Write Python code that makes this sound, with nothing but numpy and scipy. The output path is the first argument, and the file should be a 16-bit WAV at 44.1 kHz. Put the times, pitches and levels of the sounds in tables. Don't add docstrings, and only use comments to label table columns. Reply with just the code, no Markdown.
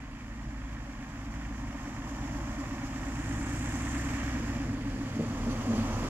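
import sys
import numpy as np
from scipy import signal
from scipy.fft import rfft, irfft
from scipy.io import wavfile
from scipy.ndimage import uniform_filter1d

SR = 44100
rng = np.random.default_rng(int(sys.argv[2]) if len(sys.argv) > 2 else 0)


def materialize(psi):
    bounded = np.clip(np.atleast_2d(psi).T, -1, 1)
    quanta = np.round(bounded * 32767).astype(np.int16)
    wavfile.write(sys.argv[1], SR, quanta)


N = 268569
TIME, HZ = np.arange(N) / SR, np.fft.rfftfreq(N, 1 / SR)

# time_s, effort (-1 coasting, 0 cruising, 1 full)
EFFORT = [(3.05, 0.47), (3.95, 1), (4.27, 0.93), (4.5, 0.31), (4.66, -0.12), (4.73, -0.62)]
ONTO_CROSSING_S = (4.9, 5.76)


def amp(db):
    return 10 ** (np.asarray(db) / 20)


def unit(x):
    return x / np.sqrt(np.mean(x ** 2) + 1e-20)


def curve(rows):
    return np.interp(TIME, *np.transpose(rows))


def read(points):
    f, value = np.transpose(points)
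    return np.interp(np.log(HZ + 1), np.log(f + 1), value)


def ramp(span):
    start, end = span
    return np.clip((TIME - start) / (end - start), 0, 1)


def swells(rows):
    return sum(db * np.exp(-((TIME - s) / half) ** 2) for s, half, db in rows)


def wander(hz):
    coarse = TIME[::100]
    f = np.fft.rfftfreq(len(coarse), coarse[1])
    spectrum = rfft(rng.standard_normal(len(coarse))) / (1 + (f / hz) ** 4)
    return np.interp(TIME, coarse, unit(irfft(spectrum, len(coarse))))


def peak(hz, width):
    return 1 / (1 + ((HZ - hz) / width) ** 2)


def noise(colour):
    # frequency_hz, likeness (0-1)
    likeness = [(25, .997), (300, .996), (450, .96), (630, .91), (1380, .66), (3000, .62), (5500, .36),
                (15000, .3)]
    a, b = rfft(rng.standard_normal((2, N)))
    same = np.clip(read(likeness), 0, 1)
    other = same * a + np.sqrt(1 - same ** 2) * b
    return unit(irfft(np.array([a, other]) * colour, N))


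def level(layer):
    layer_levels = { "boom": (-49, 1.21, 4, 2.5, 0), "overtones": (-45.5, 0.22, 1.5, -2.5, -7),
                    "compressor": (-38.5, 0.33, -0.5, -11, -4.5), "rumble": (-46, 1.14, 1.5, -4, -2),
                    "drone": (-55.5, 1.7341, 1, 1, -1), "clatter": (-55.5, 1.145, 5.5, -0.8, -4.5),
                    "crankcase": (-53, 0.15, 3, -5, -16), "fizz": (-58.5, 0.5, 5, -7.5, 5),
                    "rolling": (-53, 0.2565, 2.1, -8.5, 10.5), "slabs": (-62.5, 1.73, 0, 0, 3.5),
                    "flanges": (-73, 2, -2, 8, -3), }
    speed_m_per_s, closest_m, closest_s = 5.9, 9.15, 7.67
    emerge_s = (0.31, 2.38)
    db, near_share, effort_db, hidden_db, crossing_db = layer_levels[layer]
    metres = np.hypot(speed_m_per_s * (closest_s - TIME), closest_m)
    near_db = 20 * np.log10(metres[0] / metres)
    db = db + near_share * near_db + effort_db * curve(EFFORT)
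    return db + hidden_db * (1 - ramp(emerge_s)) + crossing_db * ramp(ONTO_CROSSING_S)


def firings():
    # time_s, firing_rate_hz
    firing_rate = [(0, 53.31), (1.9, 54.53), (3.05, 56.12), (3.45, 60.22), (4.05, 63.85), (4.28, 62.45),
                   (4.62, 55.42), (4.85, 47), (5.05, 42.5), (5.3, 39.41), (6.09, 38.94)]
    return np.cumsum(curve(firing_rate)) / SR


def strokes():
    return firings() / 6.645 + .26


def bursts(turns, decay, floor):
    burst = abs(floor) + np.exp(-(turns % 1) / decay)
    return burst / np.sqrt(uniform_filter1d(burst ** 2, SR // 2))


def hum():
    # pitch_hz, level_db
    machine_lines = [(41.5, -50.5), (65, -58.5), (35.7, -53.5)]
    total = 0
    for hz, db in machine_lines:
        total = total + amp(db + 0.9 * wander(3.6)) * np.sin(2 * np.pi * (hz * TIME + rng.random()))
    return np.sqrt(2) * total


def wheels(ring_db=-10.0, ring_flicker_db=3.0, scrape_flicker_db=0.7):
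    # frequency_hz, relative_density_db
    roar_colour = [(250, -7), (430, -25), (590, 0.5), (720, 0.5), (900, 0), (1150, 1.5), (1450, -7),
                   (2500, -12.5), (3300, -15), (4200, -28), (12000, -41)]
    # frequency_hz, relative_density_db
    slab_colour = [(60, -17), (95, 5), (130, -21), (200, 1), (245, 8.5), (340, 4), (430, 0), (530, 4),
                   (640, -5.5), (900, -14), (2000, -41)]
    # frequency_hz, relative_density_db
    scrape_colour = [(1500, -1), (2800, 5.5), (3800, -1), (4700, 5), (5600, -5), (6400, -7), (7500, -7),
                     (8200, -10), (9000, -8.5), (12500, -19), (15000, -36)]
    # centre_s, half_length_s, rise_db
    rough_rail = [(5.35, 0.071, 2.5), (6.04, 0.025, 2)]
    # centre_s, half_length_s, scrape_rise_db, disc_ring_rise_db
    bites = [(5.38, .03, -2, 7), (5.517, 0.023, 8.5, 12), (5.701, .025, 3, 6.5), (5.792, 0.058, 7, 6),
             (5.937, .025, 0, 8), (6.05, .03, 2, 3)]
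    roar = noise(amp(read(roar_colour))) * amp(level("rolling") + swells(rough_rail) + 0.9 * wander(44))
    slabs = noise(amp(read(slab_colour))) * amp(level("slabs"))
    s, half, scrape_db, disc_db = np.transpose(bites)
    ring_gain = amp(ring_db + swells(zip(s, half, disc_db)) + ring_flicker_db * wander(16.0))
    ring = ring_gain * ramp(ONTO_CROSSING_S) * noise(peak(6060, 210.3) ** 2)
    scrape_gain = amp(swells(zip(s, half, scrape_db)) + scrape_flicker_db * wander(27))
    scrape = noise(amp(read(scrape_colour))) * scrape_gain
    return roar + slabs + (scrape + ring) * amp(level("flanges"))


def joints(scatter_db=-8.0, scatter_t60=0.25, rise_s=0.008):
    # start_s, floor_thud_db, underframe_boom_db, clank_db
    blows = [(4.381, -42, -38, -39), (4.484, -26, -50, -50), (4.555, -27, -45, -43), (4.658, -27, -35, -35),
             (4.935, -42, -39, -40), (5.158, -40, -27, -40), (5.186, -35, -25.5, -24),
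             (5.228, -41, -29, -38), (5.395, -40, -31, -37), (5.462, -44, -21.5, -28), (5.5, -29, -38, -42),
             (5.53, -42, -36, -33.5), (5.565, -25, -31, -53), (5.675, -36, -23.5, -44),
             (5.698, -25, -22.5, -29), (5.728, -40, -22, -31), (5.772, -26.5, -26.5, -40),
             (5.86, -36, -26.5, -42), (5.925, -26, -38, -51), (6.013, -40, -28.5, -33)]
    # nominal_pitch_hz, relative_level_db, t60_s
    thud_modes = [(104, 0, .22), (128, -6, .14)]
    # nominal_pitch_hz, relative_level_db, t60_s
    frame_modes = [(227, 0, .24), (254, -2, .16)]
    # nominal_pitch_hz, relative_level_db, t60_s
    clank_modes = [(156, -2, .17), (192, -7, .14), (319, -5, .16), (437, -5, .14), (535, -7, .12),
                   (617, -6, .1)]
    # frequency_hz, relative_density_db
    loose_colour = [(50, -18), (130, 4), (280, -3), (400, -4), (600, -2), (800, -24), (2000, -32),
                    (6000, -57)]
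    out, shaking = np.zeros(N), np.zeros(N)
    for s, thud_db, frame_db, clank_db in blows:
        span = slice(round(s * SR), round(s * SR) + SR // 2)
        age = TIME[:len(out[span])]
        onset = 1 - np.exp(-age / rise_s)
        for blow_db, modes in [(thud_db, thud_modes), (frame_db, frame_modes), (clank_db, clank_modes)]:
            for hz, db, t60 in modes:
                fade = onset * amp(blow_db + db - 60 * age / t60)
                pitch_hz = hz * rng.uniform(0.96, 1.03)
                out[span] += fade * np.sin(2 * np.pi * pitch_hz * age + rng.normal(0, 0.69))
        shaking[span] += (onset * amp(clank_db - 60 * age / scatter_t60)) ** 2
    return out + amp(scatter_db) * np.sqrt(shaking) * noise(amp(read(loose_colour)))


def shudder(colour, count=44):
    coarse, turns = TIME[::20], strokes()[::20]
    k = np.arange(3, count)[:, None]
    gain = np.interp(k * np.gradient(turns, coarse), HZ, colour)
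    lines = gain * np.sin(2 * np.pi * (k * turns + rng.random(k.shape)))
    return unit(signal.resample_poly(lines.sum(0), 20, 1, window=("kaiser", 10))[:N])


def body(steady_db=-3.5, loose_db=-7.5, floor_hz=101, floor_db=-3):
    # frequency_hz, relative_density_db
    rumble_colour = [(15, -12), (35, -10), (70, -7), (88, -3), (104, 3.5), (125, 0.5), (150, -5.5),
                     (200, -9.5), (320, -6), (400, -29.5), (900, -61)]
    # centre_s, half_length_s, rise_db
    lurches = [(.48, 0.045, 8), (1.135, 0.035, 3), (1.35, 0.06, 5), (2.33, 0.16, 4.5), (3.4, 0.27, 4.5),
               (4.15, 0.052, 2), (4.7, .06, 4)]
    colour = amp(read(rumble_colour))
    rumble = amp(loose_db) * noise(colour) + amp(steady_db) * shudder(colour)
    side_panels = peak(227.8, 15.5) ** 2 + 0.72 * peak(254.2, 13) ** 2
    panels = noise(side_panels + amp(floor_db) * peak(floor_hz, 3.8) ** 2)
    return amp(level("rumble") + swells(lurches)) * rumble + amp(level("drone")) * panels


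def compressor(tone_db=-4, air_db=-17, slip_rad=0.3, scatter_db=0.5, sag_hz_per_s=600):
    turns = strokes()
    rate = np.gradient(turns) * SR
    tone = np.zeros(N)
    # lead (strokes), mid-note pitch (Hz), Gaussian spread (s), relative level (dB)
    for lead, hz, spread_s, db in [(0, 278, 0.015, 0), (0.43, 262, 0.014, -8)]:
        stroke = (turns + lead).astype(int)
        age = ((turns + lead) % 1 - .5) / rate
        size, slip = rng.standard_normal((100, 2))[stroke].T
        note = np.sin(2 * np.pi * (hz - sag_hz_per_s * age / 2) * age + slip_rad * slip)
        tone += amp(db + scatter_db * size) * np.exp(-.5 * (age / spread_s) ** 2) * note
    air = noise(peak(289, 42.0) ** 2 + 1.3 * peak(335, 7.8) ** 2)
    return amp(level("compressor")) * (amp(tone_db) * unit(tone) + amp(air_db) * air)


def crankcase(floor=5.4, decay=0.35):
    cylinder_db = [-0.4, -1.6, -0.39, 0.7, 1.9, -0.93]
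    # frequency_hz, relative_density_db
    bark_colour = [(300, -21), (440, -20), (590, 1), (720, 2), (1150, 2), (1400, -8.5), (2200, -47),
                   (4000, -48)]
    # pitch_hz, width_hz, relative_level_db
    case_rings = [(575.4, 13.4, 5), (808, 13, -2), (928, 13, -4), (1059, 14, 2.5)]
    # centre_s, half_length_s, rise_db
    clear_view = [(2.45, 0.81, 3)]
    turns = firings()
    strength = amp(cylinder_db)[turns.astype(int) % len(cylinder_db)]
    rings = sum(amp(db) * peak(hz, width) ** 2 for hz, width, db in case_rings)
    bark = noise(amp(read(bark_colour)) + rings) * unit(strength * bursts(turns, decay, floor))
    return amp(level("crankcase") + swells(clear_view)) * bark


def injectors(turns, colour, ring_s=0.02, count=6, size=2048):
    starts = np.flatnonzero(np.diff(np.floor(turns)))
    age, metal = TIME[:size], noise(colour)
    out = np.zeros((2, N + size))
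    for n, start in enumerate(starts):
        first = n % count * size
        out[:, start:start + size] += metal[:, first:first + size] * np.exp(-age / ring_s)
    return unit(out[:, :N])


def intake(turns, level_db=-50):
    # frequency_hz, relative_density_db
    intake_colour = [(3000, -11), (5000, -23), (6400, 0.5), (7300, 5.5), (8300, 0), (9300, -15.5),
                     (10300, -12), (11500, -28), (12700, -11), (15000, -43)]
    open_s, shut_s = (2.8, 3.56), (3.96, 4.42)
    gate = ramp(open_s) * (1 - ramp(shut_s))
    return noise(amp(read(intake_colour))) * amp(level_db) * gate * bursts(turns / 2, decay=0.16, floor=1.0)


def clatter(uneven_db=1.0, rattle_db=-0.6, knock_db=-9.5, ring_db=-5.5, ring_effort_db=3):
    # frequency_hz, relative_density_db
    fitting_colour = [(300, -14), (440, -4), (620, -5.5), (1100, -1.5), (1450, 1), (1900, 1.5),
                      (2400, -3.5), (3200, -7.5), (4100, -18), (6000, -30.5), (9000, -44), (15000, -68)]
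    # pitch_hz, width_hz, relative_level_db
    block_rings = [(1655, 61, -4), (1807, 76, 2), (1900, 47, -8), (2180, 53, -6), (2338, 100, -6.5)]
    # frequency_hz, relative_density_db
    fizz_colour = [(2000, -10), (4000, -7), (5000, 0), (6400, 1.5), (7200, 4), (8000, -5.5), (9300, -18),
                   (10300, -13.5), (11500, -18.5), (12700, -11), (14000, -22), (15000, -52)]
    turns = firings()
    strength = amp(uneven_db * rng.standard_normal(1000))[turns.astype(int)]
    fittings = amp(read(fitting_colour))
    block = sum(amp(db) * peak(hz, width) ** 2 for hz, width, db in block_rings)
    ring = amp(ring_db + ring_effort_db * np.minimum(curve(EFFORT), 0)) * noise(block)
    metal = amp(rattle_db) * noise(fittings) + ring
    blur = 0.95 + 0.7 * ramp((2.2, 3.5))
    rattle = metal * bursts(turns, decay=0.4, floor=blur)
    knock = amp(knock_db) * injectors(turns, fittings)
    fizz = noise(amp(read(fizz_colour))) * amp(level("fizz") + 0.98 * wander(19.0))
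    return amp(level("clatter")) * unit(strength) * (rattle + knock) + fizz + intake(turns)


def hillside(fade_s=0.73):
    # first_null_s, period_s, echo_share (far off), gone_by_s
    hill_echo = (0.16, 0.88, 0.57, 3.5)
    null_s, period_s, share, gone_s = hill_echo
    echo = share * (1 - ramp((gone_s - fade_s, gone_s)))
    return abs(1 - echo * np.exp(2j * np.pi * (TIME - null_s) / period_s))


def exhaust(jitter=0.0025, flutter_db=1.5, flutter_hz=4):
    # multiple of the firing rate, relative_level_db
    overtones = [(1.5, -18), (2, -6.5), (2.5, -8.5), (3, -11.5), (3.5, -12.5), (4, -6), (4.5, -8.5),
                 (5, -8), (5.5, -16)]
    # centre_s, half_length_s, change_db
    boom_dips = [(5.19, 0.11, -26), (5.73, 0.1, -6)]
    turns = firings()
    boom = amp(level("boom") + swells(boom_dips)) * hillside() * np.sin(2 * np.pi * turns)
    turns = turns + jitter * wander(2.3)
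    over = np.zeros(N)
    for multiple, db in overtones:
        flutter = amp(db + flutter_db * wander(flutter_hz))
        over += flutter * np.sin(2 * np.pi * (multiple * turns + rng.random()))
    return np.sqrt(2) * (boom + amp(level("overtones")) * over)


def scene(lag_ms=0.095):
    # frequency_hz, left_minus_right_db
    pair_tilt = [(60, -.5), (250, 0), (600, -.2), (800, -1.5), (1070, -1.0), (1430, -1.5), (1910, -5),
                 (2550, -4), (3410, 2.5), (4540, -3.0), (6060, -7.5), (8090, 2), (10800, -8.5),
                 (14400, 3.5)]
    sources = hum() + wheels() + joints() + body() + compressor() + crankcase() + clatter() + exhaust()
    left, right = rfft(sources * signal.windows.tukey(N, .001))
    side = amp(read(pair_tilt) / 2)
    delay = np.exp(-2j * np.pi * HZ * lag_ms / 1000)
    return irfft(np.array([left * side * delay, right / side]), N)


def record(dry, edge_hz=15000):
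    low_pass = signal.firwin(511, edge_hz, window=("kaiser", 9), fs=SR)
    return signal.oaconvolve(dry, low_pass[None], "same")


dry = scene()
out = record(dry)
materialize(out)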